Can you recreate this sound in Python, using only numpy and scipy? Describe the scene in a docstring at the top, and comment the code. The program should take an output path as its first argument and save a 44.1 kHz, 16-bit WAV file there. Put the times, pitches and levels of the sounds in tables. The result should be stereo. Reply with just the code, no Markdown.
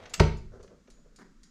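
"""Shutting a countertop cooker

The plastic lid scrapes down, its springy catch clicks, and the rim clatters home with a deep thump
from the housing and the counter. A clockwork timer ticks on while a hand rubs and bumps the lid
and lets go. It is all heard from about half a metre away in a small, quiet kitchen."""
import sys
import numpy as np
from scipy import signal
from scipy.fft import rfft, irfft
from scipy.io import wavfile

SR = 44100
rng = np.random.default_rng(int(sys.argv[2]) if len(sys.argv) > 2 else 0)


def digitize_waveform(pressure):
    """Quantize a signal to 16-bit integers and store it at the path in sys.argv[1].

    Rows of a 2-D input are taken as channels; values are limited to [-1, 1].
    """
    field = np.atleast_2d(pressure).T
    bounded = np.clip(field, -1, 1)
    quanta = np.round(bounded * 32767).astype(np.int16)
    wavfile.write(sys.argv[1], SR, quanta)


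N = 66150  # 1.5 seconds

# the lid lands, then settles (time [s], level [dB])
LANDING_HITS = [(.2042, 2.5), (.2435, -26.5), (.308, -25.5)]
# tones of the housing and the counter under it (pitch [Hz], level [dB], fade time [s])
HOUSING_TONES = [(55, -8, .68), (82, -5, .38), (104, -4, .19), (130, -3, .11), (155, 0, .24),
                 (214, -18, .5), (277, -20, .26), (341, -16, .22), (424, -11, .22), (464, -12, .2),
                 (565, -13, .2), (630, -18, .2)]


def lid_thump():
    """The closing lid squeezes out a puff of air, then lands and makes housing and counter boom."""
    # tone colour of the puff (frequency [Hz], level [dB])
    puff_colour = [(25, -16.5), (60, -10), (150, 14.5), (240, -17), (700, -15.5), (2000, -62.5)]
    landing_s, rise_s = LANDING_HITS[0][0], 0.039
    closing = (clock() - landing_s) / rise_s + 1  # reaches 1 as the lid lands
    swell = np.clip(closing, 0, 1) ** 2 * (closing < 1)
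    puff = colour(noise() * swell, puff_colour)
    boom = convolve(blows(LANDING_HITS), ring(HOUSING_TONES))
    bass_cut = signal.butter(2, 45, "high", fs=SR, output="sos")  # the housing gives little below 45 Hz
    return undb(-29.5) * puff + undb(-14) * signal.sosfilt(bass_cut, boom)


def lid_knock():
    """The weight of the lid lands on the housing with a dull knock."""
    # tone colour of the knock (frequency [Hz], level [dB])
    knock_colour = [(40, -33), (120, 2), (240, -9.5), (420, 7), (650, -4.5), (950, -4.5), (1500, -18),
                    (3000, -27), (9000, -47.5)]
    return undb(-14) * cracks(LANDING_HITS, knock_colour, fade_s=0.041)


def rim_clatter():
    """The rim hits the housing at several points; the hardest hit sets the plastic shell ringing."""
    # hits of the rim (time [s], level [dB])
    hits = [(.1971, -3.5), (.2001, 0), (.2026, -5.5)]
    # tone colour of each hit (frequency [Hz], level [dB])
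    hit_colour = [(150, -11), (500, -7), (1000, 0), (1500, -0.5), (2100, -0.5), (2600, -6.5), (3300, -7),
                  (4200, -5.5), (7000, -15), (9000, -22), (12000, -33.5), (15000, -55)]
    # tones of the shell (pitch [Hz], level [dB], fade time [s])
    shell_tones = [(910, 1, .13), (1191, -2, .14), (1343, 0, .09), (1430, 3, .09), (1599, -2, .14),
                   (1853, 0, .1), (2116, -1, .11), (3009, -12, .08), (4030, -10, .1), (4479, -14, .11)]
    clatter = cracks(hits, hit_colour, fade_s=0.022)
    hardest = max(hits, key=lambda hit: hit[1])
    shell = convolve(blows([hardest]), ring(shell_tones))
    return undb(-19) * clatter + undb(-39) * shell


def catch_click():
    """The springy catch snaps over its lip and rings briefly."""
    # hits of the catch (time [s], level [dB])
    hits = [(.1369, -7), (.1394, 2)]
    # tones of the catch (pitch [Hz], level [dB], fade time [s])
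    tones = [(1314, -5, .05), (2309, -10, .05), (2729, -6, .05), (3488, -12, .06), (4167, -4, .06),
             (5609, -9, .06), (6438, -7, .06), (7400, 0, .035), (7736, 1, .04), (12050, -17, .08)]
    # tone colour of the snap (frequency [Hz], level [dB])
    snap_colour = [(200, -27), (700, -11.5), (1400, 3), (3000, 0), (6000, 0.5), (7800, 5), (9000, -14),
                   (12000, -17), (15000, -30)]
    ringing = convolve(blows(hits), ring(tones))
    snap = cracks(hits, snap_colour, fade_s=0.043)
    return undb(-38) * ringing + undb(-29) * snap


def handling():
    """The lid scrapes on its way down, and the hand scuffs, rubs and bumps it."""
    # scrapes of the sliding lid (start [s], length [s], level [dB])
    scrapes = [(-.03, .12, -50.5), (.07, 0.21, -55)]
    # their tone colour (frequency [Hz], level [dB])
    scrape_colour = [(60, 6.5), (250, 1), (600, 9), (1100, -1.5), (2500, -5.5), (6200, -20.5),
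                     (7500, -25.5), (12000, -40.5)]
    # the hand rubs and presses on the lid (start [s], length [s], level [dB])
    rubs = [(.514, 0.073, -51), (.594, .022, -52), (.632, 0.019, -51), (.685, 0.071, -58.5),
            (.877, 0.024, -57), (.97, 0.03, -64.5), (1.04, 0.038, -63.5)]
    # their tone colour (frequency [Hz], level [dB])
    rub_colour = [(60, -18), (200, 0), (300, -7), (420, 4.5), (600, -1), (800, -15), (1400, -12.5),
                  (2500, -38.5), (6000, -33), (12000, -62)]
    # soft bumps as the hand shifts and lets go (start [s], length [s], level [dB])
    bumps = [(1.185, 0.027, -49), (1.207, .026, -51.5), (1.242, 0.028, -58.5)]
    # their tone colour (frequency [Hz], level [dB])
    bump_colour = [(60, -45), (120, -5), (175, 5), (250, 5), (420, -3), (650, -11), (950, -8), (1800, -5.5),
                   (2600, -26.5), (6000, -24), (12000, -42.5)]
    # short, bright scuffs of plastic and skin (start [s], length [s], level [dB])
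    scuffs = [(.035, 0.0056, -55), (.054, 0.014, -48), (.594, 0.024, -66), (.675, .012, -64),
              (.785, 0.0042, -72), (.873, 0.012, -61.5)]
    # their tone colour (frequency [Hz], level [dB])
    scuff_colour = [(100, -5.5), (600, -0.5), (1100, 3), (1700, 5.5), (2800, 3.5), (5000, -5.5), (6300, 2),
                    (7500, -17), (12000, -43)]
    return (friction(scrapes, scrape_colour) + friction(rubs, rub_colour)
            + friction(bumps, bump_colour) + friction(scuffs, scuff_colour))


def friction(strokes, shape):
    """Surfaces stick and slip in thousands of tiny jerks, and the housing rings along."""
    jerks_per_s, spread_db = 4200, 1.5
    pressure = np.zeros(N)
    for start, length, db in strokes:
        progress = np.clip((clock() - start) / length, 0, 1)
        pressure += undb(db) * np.sqrt(np.sin(np.pi * progress).clip(0))  # rises, then falls
    slipping = rng.random(N) < jerks_per_s / SR
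    jerks = slipping * undb(spread_db * rng.standard_normal(N)) * noise(width=0.5)
    rubbing = colour(jerks / jerks.std() * pressure, shape)
    housing = ring([tone for tone in HOUSING_TONES if tone[0] > 200])  # only tones above 200 Hz
    housing /= np.abs(rfft(housing)).max()
    return rubbing + 0.36 * convolve(rubbing, housing)


def timer_ticks():
    """The clockwork snaps against its metal frame and leaves a fine spring singing."""
    # tick and tock in turn (time [s], tick level [dB], spring level [dB])
    ticks = [(0.0962, -0.5, -9), (0.3711, -5, -20), (0.6289, -3.5, -15), (0.9021, -2.5, 0),
             (1.1608, -2, -8), (1.4332, -2, -4)]
    # tones of the timer (pitch [Hz], level [dB], fade time [s])
    tones = [(3910, -4.5, 0.077), (4440, -1, .08), (4970, -1.5, .07), (5500, -11, .06), (6700, -7, 0.13),
             (7000, -2.5, .08), (8940, -7.5, .06)]
    # tone colour of the snap (frequency [Hz], level [dB])
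    snap_colour = [(500, -22), (1500, -3), (2700, -7.5), (5000, 2), (7200, 2), (8300, -6.5), (10000, -9),
                   (12000, -20.5), (14500, -32)]
    spring_hz, spring_db, spring_fade_s = 6860, -71.5, 0.6
    frame_hits = [(time, db) for time, db, _ in ticks]
    spring_hits = [(time, db) for time, _, db in ticks]
    frame = convolve(blows(frame_hits), ring(tones))
    snap = cracks(frame_hits, snap_colour, fade_s=0.073)
    spring = convolve(blows(spring_hits), ring([(spring_hz, spring_db, spring_fade_s)]))
    return undb(-60.5) * frame + undb(-54.5) * snap + spring


def kitchen_echo():
    """The kitchen's answer to one click: a wash of echoes in which the bass lasts longest."""
    # how long the echo lasts (frequency [Hz], fade time [s])
    fade_times = [(80, 1), (250, 0.63), (700, 0.35), (2000, 0.39), (6000, .42), (12000, 0.11)]
    build_up_s = 0.0022
    spectrum, hz = rfft(noise()), np.fft.rfftfreq(N, 1 / SR)
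    octaves_hz = np.geomspace(60, 15360, 9)
    echo = np.zeros((2, N))
    for centre, this_octave in zip(octaves_hz, np.eye(len(octaves_hz))):
        band = lookup(list(zip(octaves_hz, this_octave)), hz)
        echo += irfft(spectrum * band, N) * fade(lookup(fade_times, centre))
    echo *= 1 - np.exp(-(clock() / build_up_s) ** 2)
    return echo / np.sqrt(np.sum(echo ** 2) / 2)


def room_noise():
    """Faint room noise wavers slightly over a low rumble that comes and goes."""
    # tone colour of the still kitchen air (frequency [Hz], level [dB])
    air_colour = [(20, -8), (40, -1.5), (65, -21), (105, -15.5), (155, 2), (220, 4), (400, -11), (700, -25),
                  (1400, -16), (2800, -26.5), (7000, -24), (9000, -36), (14000, -46.5)]
    # tone colour of the rumble (frequency [Hz], level [dB])
    rumble_colour = [(15, -3), (28, 7.5), (45, -9.5), (65, -21.5), (110, -36), (400, -73)]
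    # rise and fall of the rumble (time [s], level [dB])
    rumble_levels = [(0, -73), (0.102, -62.5), (.3, -40.5), (.62, -53.5), (.72, -66.5), (0.859, -69),
                     (.92, -57), (1.08, -56.5), (1.18, -62.5), (1.42, -56), (1.5, -66)]
    waver = np.interp(clock(), np.linspace(0, N / SR, 12), rng.standard_normal(size=12))
    rumble_db = np.interp(clock(), *np.array(rumble_levels).T)
    rumble = colour(noise(), rumble_colour) * undb(rumble_db)
    air = colour(noise(), air_colour) * undb(-64 - 0.5 * waver)
    return air + rumble


def undb(db):
    """Turn decibels into a number to multiply a sound by."""
    return 10 ** (np.asarray(db) / 20)


def lookup(points, hz):
    """Read between (frequency, value) points, with all octaves equally wide."""
    frequencies, values = np.array(points, float).T
    return np.interp(np.log(np.maximum(hz, 1)), np.log(frequencies), values)


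def clock():
    """The time of each sample in seconds."""
    return np.arange(N) / SR


def fade(fade_s):
    """Die away by 60 dB in fade_s seconds: the fade time in the tables."""
    return np.exp(-np.log(1000) * clock() / fade_s)


def convolve(sound, response):
    """Let every sample of a sound set off its own copy of the response."""
    return signal.fftconvolve(np.atleast_2d(sound), np.atleast_2d(response), axes=-1)[:, :N]


def colour(sound, shape):
    """Give a sound a tone colour: its balance of low and high frequencies."""
    gain = undb(lookup(shape, np.fft.rfftfreq(2 * N, 1 / SR)))
    gain /= np.sqrt(np.mean(gain ** 2))
    # fold the filter in time so that it rings only after a hit, never before
    folded = irfft(np.log(gain))
    folded[1:N] *= 2
    folded[N + 1:] = 0
    response = irfft(np.exp(rfft(folded)))[:N]
    return convolve(sound, response)


def noise(width=1):
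    """Stereo hiss: left and right are alike in the bass and differ more in the treble."""
    # stereo spread (frequency [Hz], side strength [ratio])
    spread = [(100, 0.027), (300, 0.31), (600, 0.35), (2000, 0.7), (8000, .75)]
    middle, side = rng.standard_normal((2, N))
    side = irfft(rfft(side) * width * lookup(spread, np.fft.rfftfreq(N, 1 / SR)), N)
    return np.array([middle + side, middle - side])


def blows(hits):
    """One sharp spike for each (time, level) row."""
    spikes = np.zeros(N)
    for time, db in hits:
        spikes[int(time * SR)] += undb(db)
    return spikes


def ring(tones):
    """A struck part rings with several pure tones, each fading at its own speed."""
    return -sum(undb(db) * np.sin(2 * np.pi * hz * clock()) * fade(fade_s) for hz, db, fade_s in tones)


def cracks(hits, shape, fade_s):
    """Each hit sets off a noisy shudder that quickly dies away."""
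    energy = np.abs(convolve(blows(hits) ** 2, fade(fade_s) ** 2))
    return colour(noise(width=0.5) * np.sqrt(energy), shape)


def lean(sound):
    """Place a sound a little to the left, with some frequencies leaning either way."""
    # lean added to the overall one (frequency [Hz], left minus right [dB])
    extra_lean = [(120, -1.5), (500, -0.5), (1000, -3), (2000, 1.5), (4000, -1.5), (8000, 1.5), (12000, -1)]
    overall_db = 2
    db = overall_db + lookup(extra_lean, np.fft.rfftfreq(N, 1 / SR))
    return irfft(rfft(sound) * undb(np.array([db, -db]) / 2), N)


def scene():
    """Lid, hand and timer are heard directly and as kitchen echoes, over the room noise."""
    # (sound, level sent to the echo [dB])
    sources = [(handling(), -5.5), (catch_click(), -8), (rim_clatter(), -5),
               (lid_knock(), -9), (timer_ticks(), -3)]
    thump = lid_thump()
    direct = thump + lean(sum(sound for sound, _ in sources))
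    into_room = sum(undb(db) * sound.mean(axis=0) for sound, db in sources + [(thump, -24)])
    return direct + convolve(into_room, kitchen_echo()) + room_noise()


def record(dry):
    """Cut away the very highest treble."""
    top_hz = 15000
    return signal.sosfilt(signal.ellip(8, .2, 70, top_hz, fs=SR, output="sos"), dry)


dry = scene()
out = record(dry)
digitize_waveform(out)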